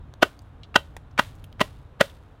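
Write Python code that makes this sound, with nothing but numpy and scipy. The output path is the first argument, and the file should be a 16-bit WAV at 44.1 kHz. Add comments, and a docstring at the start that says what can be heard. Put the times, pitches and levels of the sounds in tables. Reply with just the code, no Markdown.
"""A low rumble of open air and the tick of a dry reed, then five steady blows of a flat wooden bat
that dresses the reed ends at the eaves of a thatched roof.
Proud reeds clack on the bat first; the whole bundle follows: a crunch of tiny impacts,
a low thud and a short wooden ring built from decaying modes.
Reeds rustle as they settle and tick around the blows, as coloured or resonant bursts of noise grains."""
import sys
import numpy as np
from scipy import signal
from scipy.fft import rfft, irfft
from scipy.io import wavfile
from scipy.ndimage import uniform_filter1d

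SR = 44100
rng = np.random.default_rng(int(sys.argv[2]) if len(sys.argv) > 2 else 0)


def master_out(mix):
    """Clip the mix to full scale and print it as 16-bit PCM to the path in sys.argv[1]."""
    frames = np.transpose(np.atleast_2d(mix))
    ceiling = np.clip(frames, -1, 1)
    pcm = np.round(ceiling * 32767).astype(np.int16)
    wavfile.write(sys.argv[1], SR, pcm)


N = 105840
T = np.arange(N) / SR  # time axis [s]

# The five blows: (time of greatest force [s], crunch level [dB], crunch swell [s], thud level [dB],
# thud pitch [Hz], board ring level [dB], lowest bat mode as gripped [Hz], its level [dB],
# its t60 [s], rustle level [dB])
BLOW_TABLE = [(.2298, 1.5, 0.0021, 4, 307, -6.5, 631, 4, 0.032, 1),
              (.7613, 0, 0.0018, 1, 228, 0, 565.5, -8.5, 0.18, -1.5),
              (1.1956, -2.5, 0.0026, -2, 245, -8, 613, -13.5, 0.073, 5.5),
              (1.6143, -4, 0.0031, -0.5, 210.6, -8, 622, -11.5, 0.094, 2.5),
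              (2.0122, 2, 0.0022, 2, 219, -11.5, 551.5, -0.5, 0.088, 5)]
# Colour of each blow, by where the bat lands: the band centres ([Hz])
TINT_BANDS_HZ = [600, 850, 1150, 1480, 1900, 2900, 5000]
# One row per blow: (level [dB] at each band centre)
BLOW_TINTS = [(4.5, -1.5, 2, 4, 1, 0, 0.41), (4, 9, -8.5, 1.5, -2.5, 2, 0.82),
              (1, 3, 2, 0.5, 5, -0.79, 0.43), (4.5, 2.5, 3, -9, 4.5, -0.76, 0.92),
              (5.5, -5, -2, 4.5, 5.5, -1, 0.19)]
CRUNCH_DB, THUD_DB, LOW_MODE_DB = -11.5, -13, -24


def blows():
    """Each blow sums the crunch of reed ends, the bundle's thud and the bat's ring."""
    out = np.zeros(N)
    for blow, tint_db in zip(BLOW_TABLE, BLOW_TINTS):
        at, crunch_db, swell, thud_db, thud_hz, ring_db, low_hz, low_db, low_t60, _ = blow
        tint = list(zip(TINT_BANDS_HZ, tint_db))
        out += amp(CRUNCH_DB + crunch_db) * crunch(at, swell, tint)
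        out += amp(THUD_DB + thud_db) * thud(at, thud_hz)
        out += amp(LOW_MODE_DB + low_db) * mode(at, low_hz, low_t60)
        out += board_ring(at, ring_db, tint)
    return out


# Spectrum of the reed ends under the bat: (frequency [Hz], relative level [dB])
CRUNCH_SPECTRUM = [(40, -44), (140, -23), (250, -14), (390, -2.5), (490, -8.5), (620, -1), (1000, -1),
                   (1450, -2), (1850, -7.5), (2300, -12), (3000, -2.5), (3800, -12), (5000, -16.5),
                   (7000, -23.5), (10000, -27), (16000, -32.5)]
CONTACTS_PER_S = 9000
SWELL_SHAPE, RELEASE_S = 0.89, 0.0024  # exponent of the rise; time constant of the fall


def crunch(at, swell, tint):
    """Ever more reed ends meet the bat until the force peaks, then they let go."""
    rise = abs((T - at) / swell) ** SWELL_SHAPE
    fall = (T - at) / RELEASE_S
    force = np.exp(-np.where(T < at, rise, fall))
    impacts = contacts(np.tanh(2 * force), CONTACTS_PER_S)
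    return colour(even_out(impacts), CRUNCH_SPECTRUM, tint)


THUD_S = .0019  # Gaussian width


def thud(at, hz):
    """The bundle gives way in one low push: a sine under a bell-shaped envelope."""
    t = T - at
    return np.exp(-.5 * (t / THUD_S) ** 2) * np.sin(2 * np.pi * hz * t)


# Modes of the bat above the lowest: (frequency [Hz], level [dB], t60 [s])
BOARD_MODES = [(1005, -9.5, .04), (1248, -4, 0.044), (1484, -2, 0.046), (1917, -7, 0.076),
               (2782, -7, 0.015), (3136, -10, 0.035), (3846, -17.5, .03)]
BOARD_DB = -19.5


def board_ring(at, ring_db, tint):
    """The bat's upper modes ring together, weighted by the tint of the blow."""
    ring = np.zeros(N)
    for hz, db, t60 in BOARD_MODES:
        ring += amp(BOARD_DB + ring_db + db + read(tint, hz)) * mode(at, hz, t60)
    return ring


RING_RISE_S = 0.001225
PRESSED_DB, PRESSED_S = 17, 0.0062  # the bat shakes harder while the reeds bear on it


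def mode(at, hz, t60):
    """One mode of the bat: builds up under the reeds, then rings freely."""
    t = T - at
    build = .5 + .5 * np.tanh(t / RING_RISE_S + 2)
    pressed = amp(PRESSED_DB * np.exp(-(t / PRESSED_S) ** 2))
    decay = np.exp(-np.log(1000) * np.maximum(t, 0) / t60)
    tone = np.sin(2 * np.pi * (hz * t + rng.random()))
    return build * pressed * decay * tone


# First touches of proud reeds before a blow: (time [s], level [dB], ring pitch [Hz])
TOUCH_EVENTS = [(0.224, -13.5, 2793), (0.2247, -13.5, 1457), (0.7431, -27, 2780), (0.757, -23, 847),
                (1.1780, -17, 1475), (1.188, -15.5, 1280), (1.596, -29.5, 1430), (1.6054, -12, 1932),
                (2.0054, -22, 1520)]
# Spectrum of a touch's clack: (frequency [Hz], relative level [dB])
TOUCH_SPECTRUM = [(150, -24), (500, -9.5), (900, -1), (1450, -0.5), (2200, 0.5), (3100, -9.5),
                  (4500, -16.5), (8000, -28), (16000, -44.5)]
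TOUCH_DB, TOUCH_T60_S = -4.5, 0.034
TOUCH_RING_DB, TOUCH_RING_T60_S = -6, .04


def touches():
    """Proud reeds clack on the bat a moment early: a burst of contacts and a brief sine ring each."""
    clacks = np.zeros(N)
    rings = np.zeros(N)
    for at, db, hz in TOUCH_EVENTS:
        clacks += amp(db) * contacts(dying(at, TOUCH_T60_S), CONTACTS_PER_S)
        rings += amp(db) * dying(at, TOUCH_RING_T60_S) * np.sin(2 * np.pi * hz * (T - at))
    return amp(TOUCH_DB) * colour(clacks, TOUCH_SPECTRUM) + amp(TOUCH_RING_DB) * rings


# Spectrum of reeds settling after a blow: (frequency [Hz], relative level [dB])
RUSTLE_SPECTRUM = [(200, -11), (700, -0.5), (1500, 1.5), (2400, -1), (3600, 0.5), (5500, -8.5),
                   (9000, -10.5), (16000, -16.5)]
RUSTLE_DB, RUSTLE_T60_S, RUSTLE_PER_S = -44.5, 0.27, 6000
STRAGGLERS_DB, STRAGGLERS_T60_S, STRAGGLERS_PER_S = -16, .85, 1100  # level relative to the rustle


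def rustle():
    """Shaken reeds rub on each other and come to rest; a few stragglers crackle on."""
    grains = np.zeros(N)
    for at, *_, db in BLOW_TABLE:
        grains += amp(db) * contacts(dying(at, RUSTLE_T60_S), RUSTLE_PER_S)
        stragglers = contacts(dying(at, STRAGGLERS_T60_S), STRAGGLERS_PER_S)
        grains += amp(db + STRAGGLERS_DB) * stragglers
    return amp(RUSTLE_DB) * colour(grains, RUSTLE_SPECTRUM)


# Single reeds ticking: (time [s], level [dB], pitch [Hz], t60 [s], body level [dB], snap level [dB])
TICK_EVENTS = [(0.1386, -32.5, 3620, 0.0062, -1.5, -26), (.3915, -34.5, 4360, 0.0069, -14, -21.5),
               (0.4183, -65.5, 7600, .04, -19, -3.5), (.6330, -35.5, 3410, 0.053, -32.5, -35.5),
               (.9660, -34.5, 1790, 0.02, 8.5, -25), (1.11, -59, 5170, 0.034, -16, -17),
               (1.3514, -66.5, 6900, 0.071, -8.5, 1), (1.4415, -40, 2900, 0.023, -13, -8.5),
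               (1.5270, -34.5, 3295, 0.0067, -22, -21), (2.0978, -41.5, 3250, .03, -14, -19)]
TICK_DB, TICK_Q, TICK_BODY_HZ = 4, 1.8, 600.6


def ticks():
    """A dry stem slips: a bright snap, its hollow resonance and a little body."""
    out = np.zeros(N)
    body_filter = signal.iirpeak(TICK_BODY_HZ, .5, SR)
    for at, db, hz, t60, body_db, snap_db in TICK_EVENTS:
        slip = amp(db) * contacts(dying(at, t60), CONTACTS_PER_S)
        hollow = signal.iirpeak(hz, TICK_Q, SR)
        stem = signal.lfilter(*hollow, signal.lfilter(*hollow, slip))  # two passes sharpen the pitch
        body = signal.lfilter(*body_filter, slip)
        out += amp(TICK_DB) * (stem + amp(body_db) * body + amp(snap_db) * slip)
    return out


# The yard's echo: (frequency [Hz], t60 of the near surfaces [s], t60 of the far ones [s])
YARD_DECAY = [(150, 0.11, 0.23), (600, 0.13, 0.74), (1500, 0.085, 0.69), (4053, 0.15, 0.09),
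              (12000, 0.18, 0.28)]
NEAR_DB, FAR_DB, NEAR_DELAY_S = -18, -45, .004


def yard(x):
    """Quick reflections from roof and ground, and a faint far tail."""
    near = echo(NEAR_DELAY_S, [(hz, t60) for hz, t60, _ in YARD_DECAY])
    far = echo(2 * NEAR_DELAY_S, [(hz, t60) for hz, _, t60 in YARD_DECAY])
    near_sound = signal.fftconvolve(x, near)[:N]
    far_sound = signal.fftconvolve(x, far)[:N]
    return x + amp(NEAR_DB) * near_sound + amp(FAR_DB) * far_sound


def echo(delay, t60s):
    """Scattered reflections: noise of unit energy, each band dying at its own speed."""
    hz, t, bands = signal.stft(rng.standard_normal(SR // 2), SR, nperseg=128)
    decay = np.exp(-np.log(1000) * t / read(t60s, hz)[:, None])
    tail = signal.istft(bands * decay, SR, nperseg=128)[1]
    return np.r_[np.zeros(int(delay * SR)), tail / np.linalg.norm(tail)]


# Spectrum of the open air: (frequency [Hz], relative level per Hz [dB])
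AIR_SPECTRUM = [(12, -41.5), (20, -12.5), (44, -4.5), (93, -1), (123, -8), (158, -10), (182, -18),
                (310, -18.5), (337, -24.5), (472, -22.5), (558, -25.5), (873, -26.5), (1330, -30),
                (1660, -34.5), (2140, -40.5), (3740, -43.5), (4670, -54.5), (16000, -66.5)]
# Rise and fall of the rumble: (time [s], relative level [dB])
RUMBLE_LEVEL = [(0, 7.5), (.1, 2), (.2, -2.5), (.5, -0.5), (.9, 0.5), (1.25, 1.5), (1.55, 3.5), (1.85, 1),
                (2.4, -5.5)]
AIR_DB, RUMBLE_TOP_HZ = -46, 259


def air():
    """Steady faint outdoor hiss over a rumble that slowly rises and falls, both from one noise."""
    hz = np.fft.rfftfreq(N, 1 / SR)
    noise = unit(irfft(rfft(rng.standard_normal(N)) * amp(read(AIR_SPECTRUM, hz)), N))
    rumble = irfft(rfft(noise) / (1 + (hz / RUMBLE_TOP_HZ) ** 4), N)
    hiss = noise - rumble
    drift = amp(np.interp(T, *np.transpose(RUMBLE_LEVEL)))
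    return amp(AIR_DB) * (hiss + rumble * drift)


def contacts(envelope, per_s):
    """Random tiny impacts that carry the energy of the envelope."""
    hits = rng.random(N) < per_s / SR
    clicks = rng.standard_normal(N) * hits * envelope
    return unit(clicks) * np.sqrt(np.mean(envelope ** 2))


def dying(start, t60):
    """Sudden start, then a fall of 60 dB in t60."""
    return (T >= start) * np.exp(-np.log(1000) * np.maximum(T - start, 0) / t60)


def even_out(x, size=500):
    """Evens out the broad chance peaks and holes of a burst's spectrum, keeping its energy."""
    power = abs(uniform_filter1d(abs(rfft(x)) ** 2, size=size)) + 1e-9
    correction_db = -10 * np.log10(power + power.mean() / 4)  # the floor limits the boost in holes
    spectrum = np.c_[np.fft.rfftfreq(N, 1 / SR), correction_db]
    return unit(colour(x, spectrum)) * np.sqrt(np.mean(x ** 2))


def colour(x, *spectra, size=4096):
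    """Causal filter with the summed dB spectra; the first is scaled to unit power."""
    hz = abs(np.fft.fftfreq(size, 1 / SR))
    gain = unit(amp(read(spectra[0], hz))) * amp(sum(read(s, hz) for s in spectra[1:]))
    # minimum phase: the filter answers without pre-ringing
    taps = np.fft.ifft(np.exp(np.conj(signal.hilbert(np.log(gain))))).real
    return signal.oaconvolve(x, taps[:size // 2])[:N]


def read(points, hz):
    """Reads a spectrum on a log-frequency axis."""
    f, value = np.transpose(points)
    return np.interp(np.log(hz + 1), np.log(f + 1), value)


def amp(db):
    """Decibels to gain."""
    return 10 ** (np.asarray(db) / 20)


def unit(x):
    """Scales to rms 1."""
    return x / np.sqrt(np.mean(x ** 2) + 1e-20)


def scene():
    """Bat and reeds in the yard, over the open air."""
    bat_and_reeds = blows() + touches() + rustle() + ticks()
    return (yard(bat_and_reeds) + air())[None]


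EDGE_HZ = 16000  # upper band limit


def record(dry, ceiling=0.69):
    """The loudest peaks are rounded off by overload; then the band limit."""
    held = dry / (1 + (dry / ceiling) ** 6) ** (1 / 6)
    low_pass = signal.firwin(255, EDGE_HZ, window=("kaiser", 9), fs=SR)
    return signal.oaconvolve(held, low_pass[None], "same")


dry = scene()
out = record(dry)
master_out(out)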